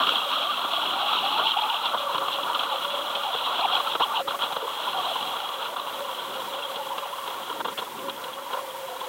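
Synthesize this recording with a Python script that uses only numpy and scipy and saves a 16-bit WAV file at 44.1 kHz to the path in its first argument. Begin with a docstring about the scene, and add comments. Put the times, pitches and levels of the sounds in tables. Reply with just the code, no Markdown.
"""Water and line rub the sealed plastic housing of a sinking camera, heard by its own microphone.
This friction forces the shell's resonances, and stick-slip motion breaks it into gliding squeals.
Jolts excite the same resonances by impact; the rush swells when the line tugs and at times dips briefly.
Underneath, the enclosed air hums, the water makes a low wash and the electronics hiss."""
import sys
import numpy as np
from scipy import signal
from scipy.fft import rfft, irfft, next_fast_len
from scipy.io import wavfile
from scipy.ndimage import uniform_filter1d

SR = 44100
rng = np.random.default_rng(int(sys.argv[2]) if len(sys.argv) > 2 else 0)


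def transcribe(u):
    """Save the signal u as a 16-bit wav file named by the first command-line argument.

    u: samples, shape (n,) or (channels, n), limited to [-1, 1]; the rate is SR.
    q: integer samples, one column per channel.
    """
    v = np.clip(np.atleast_2d(u).T, -1, 1)
    q = np.round(v * 32767).astype(np.int16)
    wavfile.write(sys.argv[1], SR, q)


N = 400428


def undb(db):
    return 10 ** (np.asarray(db) / 20)


def level(x, db):
    return x * undb(db) / np.sqrt(np.mean(x ** 2))


def curve(table):
    """Linear interpolation: each column of a table against the time in its first."""
    time_s, *columns = np.transpose(table)
    return [np.interp(np.arange(N) / SR, time_s, c) for c in columns]


def walk(rate_hz):
    """Random modulation: held values, smoothed twice, with a spread near 1."""
    hold = max(int(SR / rate_hz), 2)
    steps = np.repeat(rng.standard_normal(N // hold + 1), hold)
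    return 1.29 * uniform_filter1d(uniform_filter1d(steps, hold), hold)[:N]


def ring(drive, modes):
    """Modal superposition: steep resonances of alternating sign; white noise keeps its rms."""
    size = next_fast_len(N + SR // 4)
    f = np.arange(size // 2 + 1) * SR / size
    response = sum((-1) ** k * undb(db) * (1j * f * width / (hz ** 2 - f ** 2 + 1j * f * width)) ** 2
                   for k, (hz, width, db) in enumerate(modes))
    return irfft(rfft(drive, size) * response, size)[:N] / np.sqrt(np.mean(np.abs(response) ** 2))


def coloured(spectrum, rms_db):
    """Spectral shaping: white noise weighted by a curve over log frequency."""
    size = next_fast_len(N)
    f = np.maximum(np.arange(size // 2 + 1) * SR / size, 1)
    hz, density_db = np.transpose(spectrum)
    gain = undb(np.interp(np.log(f), np.log(hz), density_db))
    return level(irfft(rfft(rng.standard_normal(size)) * gain, size)[:N], rms_db)


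# Rush along the housing: time_s, lower_level_db, upper_over_lower_db
RUSH = [(0, -24.5, 2), (.2, -28.5, 0.5), (.5, -27, -0.5), (1.3, -27, 1.5), (1.8, -28.5, -2.5),
        (2.3, -31, -4), (2.7, -30, -2.5), (3.3, -28.5, -1.5), (3.9, -27.5, -3), (4.1, -31.5, -7),
        (4.5, -31, -5), (5.1, -31, 0.5), (5.9, -31.5, -6), (6.6, -35, -4.5), (7.4, -35, -5.5),
        (8, -38.5, -6.5), (8.5, -37.5, -6), (9.08, -36, -6.5)]
# Tugs on the line: crest_s, half_span_s, lower_rise_db, upper_rise_db
SURGES = [(0.007, 0.046, 6, 0), (0.336, 0.09, 3, 1.5), (1.163, 0.04, 1.5, 4), (1.394, .06, 4.5, -1),
          (1.482, 0.074, 1, 6.5), (1.587, 0.061, 2, 3.5), (1.641, .04, 2, -1), (1.767, 0.046, 0.5, 5.5),
          (1.851, .06, -1, 5), (1.947, 0.043, 1, -10), (2.005, 0.069, 1, 4), (2.234, 0.06, 7, 0.5),
          (2.16, 0.032, 1, 2), (2.342, 0.065, -2, 6), (2.508, .1, 5, -0.5), (2.553, 0.052, 2, 0),
          (3.761, 0.049, 1, 6.5), (3.924, 0.059, 0.5, 3.5), (4.021, .05, 6, 14), (4.172, 0.087, 1.5, 9.5),
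          (4.299, 0.053, 0, 7), (4.436, .06, 4, 8), (6.805, 0.056, -1, 2.5), (6.93, 0.051, 3, 1),
          (7.031, 0.065, 1, 2), (7.148, 0.081, 0, 1.5), (7.68, 0.11, 4, 4), (7.784, 0.043, 8, 9),
          (8.083, 0.032, 9.5, 5), (8.226, .12, 5.5, 1.5), (8.387, 0.028, 9, 0), (8.541, .14, 7.5, 3),
          (9.041, 0.083, 0, 0.5)]


def rush():
    """Friction noise swells with each tug: its envelopes in dB for the lower and upper shell modes."""
    t = np.arange(N) / SR
    lower_db, upper_over_lower_db = curve(RUSH)
    upper_db = lower_db + upper_over_lower_db
    for crest_s, half_span_s, lower_rise_db, upper_rise_db in SURGES:
        near = slice(max(int((crest_s - half_span_s) * SR), 0), int((crest_s + half_span_s) * SR))
        hump = np.cos(np.pi / 2 * (t[near] - crest_s) / half_span_s) ** 4
        lower_db[near] += lower_rise_db * hump
        upper_db[near] += upper_rise_db * hump
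    return lower_db, upper_db


def bubbles(low_hz, high_hz, length_s, count):
    """Small bubbles and slips oscillate briefly: gliding tones superposed at random, at rms 1."""
    when, pitch, glide, size = rng.random((count, 4)).T[:, :, None]
    progress = np.arange(int(length_s * SR)) / (length_s * SR)
    hz = low_hz * (high_hz / low_hz) ** pitch * (1 + 0.33 * (glide - .5) * progress)
    envelope = undb(-3.5 * np.log(size + 0.061)) * np.sin(np.pi * progress) ** 2
    grains = envelope * np.sin(2 * np.pi * np.cumsum(hz, axis=1) / SR)
    place = (when * N).astype(int) + np.arange(len(progress))
    return level(np.bincount(place.ravel(), grains.ravel(), minlength=N)[:N], 0)


def grit(count=420, rise_db=9, length_s=0.006):
    """Grit on the shell modulates the friction: brief random rises of its level, in dB."""
    when, size = rng.random((count, 2)).T
    contacts = np.bincount((when * N).astype(int), size ** 2, minlength=N)
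    return rise_db * signal.oaconvolve(contacts, np.hanning(int(length_s * SR)), "same")


# Lower shell modes: pitch_hz, width_hz, shallow_gain_db, deep_gain_db
LOWER_MODES = [(276, 150, -15, -61), (481.7, 129, -15, -2), (711, 340, -8, -14), (979, 250, -4, 2.5),
               (1152.5, 157, 3.5, -4), (1368, 305, -2, -4.5)]
# Upper shell modes: pitch_hz, width_hz, gain_db
UPPER_MODES = [(2320, 800, -18.5), (2761, 343, -0.5), (2898, 190, 3), (3280, 390, 7.5), (3950, 585, -4),
               (5540, 620, -23.5)]
# Thud and ring of a jolt: pitch_hz, width_hz, gain_db
KNOCK_MODES = [(186, 250, -8), (444, 340, -8.5), (1068, 124, 9)]


def housing():
    """Forced vibration: rubbing, jolts and squeal overtones drive the shell; the fundamental adds on."""
    lower_db, upper_db = rush()
    eddies_db = 1.1 * walk(18) + 1.1 * walk(55)  # felt by the whole shell
    lower_blows, upper_blows = jolts()
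    fundamental, overtones = squeals()
    grit_db = grit()
    friction = rng.standard_normal(N)
    # While the line squeals, its plain rubbing gives way.
    squeal_envelope = uniform_filter1d(np.abs(fundamental), int(0.012 * SR))
    rub_gain = dips() / (1 + squeal_envelope / undb(-18.5))

    lower_rub = friction + undb(-14) * bubbles(low_hz=600, high_hz=1502.5, length_s=.022, count=1500)
    lower_gain = rub_gain * undb(lower_db - 4 + eddies_db + 0.57 * walk(30) + .7 * grit_db)
    lower_drive = lower_gain * lower_rub + lower_blows
    upper_rub = friction + undb(-13) * bubbles(low_hz=1800, high_hz=4507.5, length_s=.011, count=1800)
    upper_gain = rub_gain * undb(upper_db - 3.5 + eddies_db + 1.13 * walk(40) + grit_db)
    upper_drive = upper_gain * upper_rub + upper_blows

    depth = np.linspace(0, 1, N)  # growing pressure shifts the balance of the lower modes
    pitch_hz, width_hz, shallow_db, deep_db = np.transpose(LOWER_MODES)
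    shallow = ring(lower_drive, np.c_[pitch_hz, width_hz, shallow_db])
    deep = ring(lower_drive, np.c_[pitch_hz, width_hz, deep_db])
    upper = ring(upper_drive + undb(-4 - 14.3 * depth) * overtones, UPPER_MODES)
    thud = undb(-6.5) * ring(lower_blows, KNOCK_MODES)
    return (1 - depth) * shallow + depth * deep + upper + fundamental + thud


# Hum of the enclosed air: time_s, level_db
CAVITY_HUM = [(0, -48), (.15, -44.5), (1.85, -54), (1.93, -40), (2.9, -37.5), (3.4, -44), (3.9, -39.5),
              (4.02, -43), (4.08, -58), (4.2, -42), (4.4, -44), (5.4, -46.5), (5.9, -40), (7.5, -46),
              (7.65, -45), (7.95, -49), (8.1, -40), (9.08, -42.5)]


def cavity(pitch_hz=575, sag_hz=30, width_hz=80):
    """Cavity resonance: the shaken air hums in one narrow band that wavers and sags with depth."""
    level_db, = curve(CAVITY_HUM)
    hz = (pitch_hz - np.linspace(0, sag_hz, N)) * (1 + .02 * walk(12))
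    phase = 2 * np.pi * np.cumsum(hz) / SR
    hum = walk(width_hz) * np.sin(phase) + walk(width_hz) * np.cos(phase)
    return undb(level_db + 3.37 * walk(20)) * level(hum, -0.89)


# Spectrum of the wash: frequency_hz, relative_density_db
WASH_SPECTRUM = [(15, -67), (25, -34), (162, -12), (400, -4), (520, -19), (880, -120)]
# Swell of the wash: time_s, gain_db
WASH_SWELL = [(0, 8), (.5, 0.5), (1.3, -1.5), (1.4, 10), (1.5, 0), (2.5, -0.5), (3.4, 0.5), (4, -1),
              (4.7, -0.5), (5.3, 0), (6.2, 1), (7.4, -0.5), (7.7, 0), (8, 2), (9.08, -2.5)]


def wash():
    """Flow noise: a low band from the water, slowly modulated in amplitude."""
    swell_db = curve(WASH_SWELL)[0] + 3.1 * walk(9)
    return undb(swell_db) * coloured(WASH_SPECTRUM, rms_db=-52.5)


# Spectrum of the hiss: frequency_hz, relative_density_db
HISS_SPECTRUM = [(300, 2), (2000, 7), (5000, -2), (7000, -2), (10000, -1.5), (13000, -1.5), (16000, 1)]


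def hiss():
    """Electronic self-noise: a broadband floor that flickers slightly."""
    flicker_db = 0.61 * walk(12) + .5 * walk(35)
    return undb(flicker_db) * coloured(HISS_SPECTRUM, rms_db=-42.5)


# Blows on the housing: time_s, relative_level_db, upper_gain_db, decay_s
JOLTS = [(0.068, -10.5, -4, 0.011), (0.644, -15, -10, 0.0091), (1.128, -22, 10, 0.0074),
         (1.212, -18.5, -14, 0.013), (1.694, -20, 0, 0.009), (1.848, -21, -7, 0.0064),
         (1.944, -11.5, -10, 0.0089), (2.092, -22, -12, 0.005), (2.144, -11, -9, 0.012),
         (2.177, -12.5, -3, 0.0061), (2.208, -14, -18, 0.0098), (2.279, -12, -4, 0.0062),
         (2.429, -18.5, 2, 0.0057), (2.545, -22, 9, 0.0095), (2.591, -19.5, 6, 0.0082),
         (3.149, -26.5, 13.5, 0.0077), (3.343, -13, -8, 0.0078), (3.588, -12.5, -6, 0.0075),
         (3.95, -7, -9, 0.0082), (4.001, -7, -16, 0.011), (4.193, -18, -2, 0.0096),
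         (4.274, -10, -12, 0.0078), (4.304, -8.5, -15, 0.0032), (4.435, -16, -0.5, 0.0076),
         (4.522, -18, -1, 0.011), (4.562, -11, -8.5, 0.0069), (5.154, -14, -8, 0.0086),
         (5.361, -21, -17, 0.0092), (6.532, -18, -4, 0.011), (6.757, -17, -1.5, 0.011),
         (6.978, -15, -4.5, 0.0093), (7.273, -17, -6, 0.0092), (7.495, -16, -10, 0.011),
         (7.602, -8.5, -17, 0.0083), (7.648, -8.5, -13.5, 0.0095), (7.68, -17.5, -7, 0.011),
         (7.784, -15.5, -3, 0.015), (7.817, -15, -14, 0.007), (8.093, -18, 1, 0.0073),
         (8.238, -21, -3, 0.011), (8.528, -16, -5, 0.0074), (9.007, -16.5, -9, 0.0066)]


def jolts(scrape_db=-13.5, upper_coupling_db=2, rise_over_decay=0.54, tap_delay_s=.004):
    """Impact excitation of the lower and upper modes: a scrape swells to a sharp tap, then dies."""
    lower, upper = np.zeros(N), np.zeros(N)
    lead = SR // 50
    for time_s, level_db, upper_gain_db, decay_s in JOLTS:
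        start = int((time_s + tap_delay_s) * SR) - lead
        age = np.arange(-lead, 4 * lead) / SR / decay_s
        envelope = np.exp(-np.where(age < 0, age / rise_over_decay, age) ** 2)
        blow = envelope * rng.standard_normal(len(age))
        blow[lead] = undb(12)  # the tap
        blow = undb(level_db + scrape_db) * blow[:N - start]
        lower[start:start + len(blow)] += blow
        upper[start:start + len(blow)] += undb(upper_gain_db + upper_coupling_db) * blow
    return lower, upper


# Clear squeals: start_s, length_s, start_pitch_hz, middle_pitch_hz, end_pitch_hz, level_db
SQUEALS = [(0.088, 0.047, 696, 500, 540, -40), (0.249, 0.046, 596, 540, 550, -35),
           (0.389, .1, 529, 590, 770, -36), (0.767, 0.03, 688, 700, 700, -32),
           (0.919, .08, 743.5, 770, 830, -32), (1.021, .12, 780, 830, 810, -31),
           (1.135, .03, 1550, 1370, 1150, -36), (1.16, .05, 1002, 910, 720, -26),
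           (1.222, .15, 746, 820, 890, -30.5), (1.377, .035, 1078, 940, 1050, -36),
           (1.411, .1, 787, 890, 910, -28), (1.56, .045, 761, 900, 1030, -24.5),
           (1.615, .055, 876, 830, 790, -26.5), (1.686, .055, 785, 947, 820, -25),
           (2.198, .06, 1105, 1160, 1370, -31), (2.709, .045, 902, 810, 910, -29.5),
           (3.243, .07, 803, 830, 700, -31), (3.616, .05, 769, 930, 750, -25.5),
           (3.688, .09, 698, 750, 840, -33.5), (4.001, .066, 600, 1190, 680, -23),
           (4.129, .085, 757, 910, 640, -28), (4.495, .05, 799, 870, 830, -34),
           (4.621, .045, 462, 440, 480, -35), (4.932, .09, 758, 800, 700, -34),
           (5.043, .09, 728, 830, 650, -31.5), (5.148, .03, 954, 900, 870, -24),
           (5.182, .04, 880, 860, 760, -31), (5.251, .09, 680, 780, 840, -36.5),
           (5.38, .08, 945, 820, 830, -36.5), (5.7, .045, 680, 690, 620, -36.5),
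           (6.79, .035, 950, 880, 860, -32), (6.9, .055, 899, 1000, 750, -32.5),
           (7.014, .055, 950, 1010, 820, -30.5), (7.115, .05, 899, 1000, 760, -34),
           (8.88, .08, 698, 750, 780, -41), (9.03, .035, 850, 910, 850, -33)]
# Faint squealing between the clear ones: time_s, level_over_rush_db
WARBLE = [(0, -20), (.85, -20), (.95, -10), (1.8, -10), (2, -18), (3.1, -18), (3.3, -12), (4.2, -12),
          (4.4, -20), (4.9, -18), (5, -11), (5.45, -11), (5.55, -24), (6.7, -24), (6.8, -14), (7.2, -14),
          (7.3, -22), (9.08, -22)]
# Harmonics of a squeal: harmonic_number, gain_db
OVERTONES = [(3, -6), (4, -16), (6, -30)]


def squeals(warble_hz=800, attack_s=0.011, release_s=0.013, roughness=.55):
    """Stick-slip oscillation of the line: a gliding, wavering fundamental and its overtones."""
    t = np.arange(N) / SR
    hz = warble_hz * (1 + .11 * walk(30))
    gain = undb(curve(RUSH)[0] + curve(WARBLE)[0] + 2.5 * walk(40)) * dips()
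    for start_s, length_s, *glide_hz, level_db in SQUEALS:
        on = slice(int(start_s * SR), int((start_s + length_s) * SR))
        age_s = t[on] - start_s
        hz[on] = np.interp(age_s / length_s, [0, .5, 1], glide_hz)
        envelope = np.clip(np.minimum(age_s / attack_s, (length_s - age_s) / release_s), 0, 1)
        gain[on] += envelope * (undb(level_db) - gain[on])
    hz = uniform_filter1d(hz, int(0.0073 * SR))
    gain = uniform_filter1d(gain, int(0.0045 * SR)) * undb(1.5 * walk(55) + 2.6 * walk(160))
    phase = 2 * np.pi * np.cumsum(hz * (1 + .035 * walk(110))) / SR
    # Uneven slips smear each partial into a rough band.
    overtones = sum(undb(db) * walk(900) * np.sin(k * phase) for k, db in OVERTONES)
    overtones *= np.sqrt(np.abs(gain) / undb(-29.5))  # strongest in loud squeals
    fundamental = np.sin(phase) + roughness * (walk(260) * np.sin(phase) + walk(260) * np.cos(phase))
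    return gain * fundamental, gain * overtones


# Brief dips in the rubbing and faint squealing: start_s, end_s, gain_db
DIPS = [(1.505, 1.534, -3.5), (1.598, 1.613, -5), (3.96, 3.995, -10), (4.221, 4.28, -17),
        (4.358, 4.389, -11), (5.747, 5.759, -14), (7.613, 7.642, -30), (7.74, 7.772, -18)]


def dips():
    """Amplitude modulation: a gain of 1 that dips briefly, lowering the rubbing and faint squealing."""
    t, gain_db = np.arange(N) / SR, np.zeros(N)
    for start_s, end_s, dip_db in DIPS:
        gain_db[(t > start_s) & (t < end_s)] = dip_db
    return undb(uniform_filter1d(gain_db, int(0.0024 * SR)))


def scene():
    """Superposition: all sources add in one microphone signal, which feeds both channels."""
    mono = housing() + cavity() + wash() + hiss()
    return np.array([mono, mono])


def record(dry, bass_cut_hz=120, top_cut_hz=15800, drive=1.6):
    """Band limiting and soft saturation: the recorder cuts the bass, rounds peaks and cuts the top."""
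    high_pass = signal.butter(2, bass_cut_hz, "high", fs=SR, output="sos")
    low_pass = signal.ellip(12, .2, 80, top_cut_hz, fs=SR, output="sos")
    rounded = np.tanh(drive * signal.sosfilt(high_pass, dry)) / drive
    return signal.sosfilt(low_pass, rounded)


dry = scene()
out = record(dry)
transcribe(out)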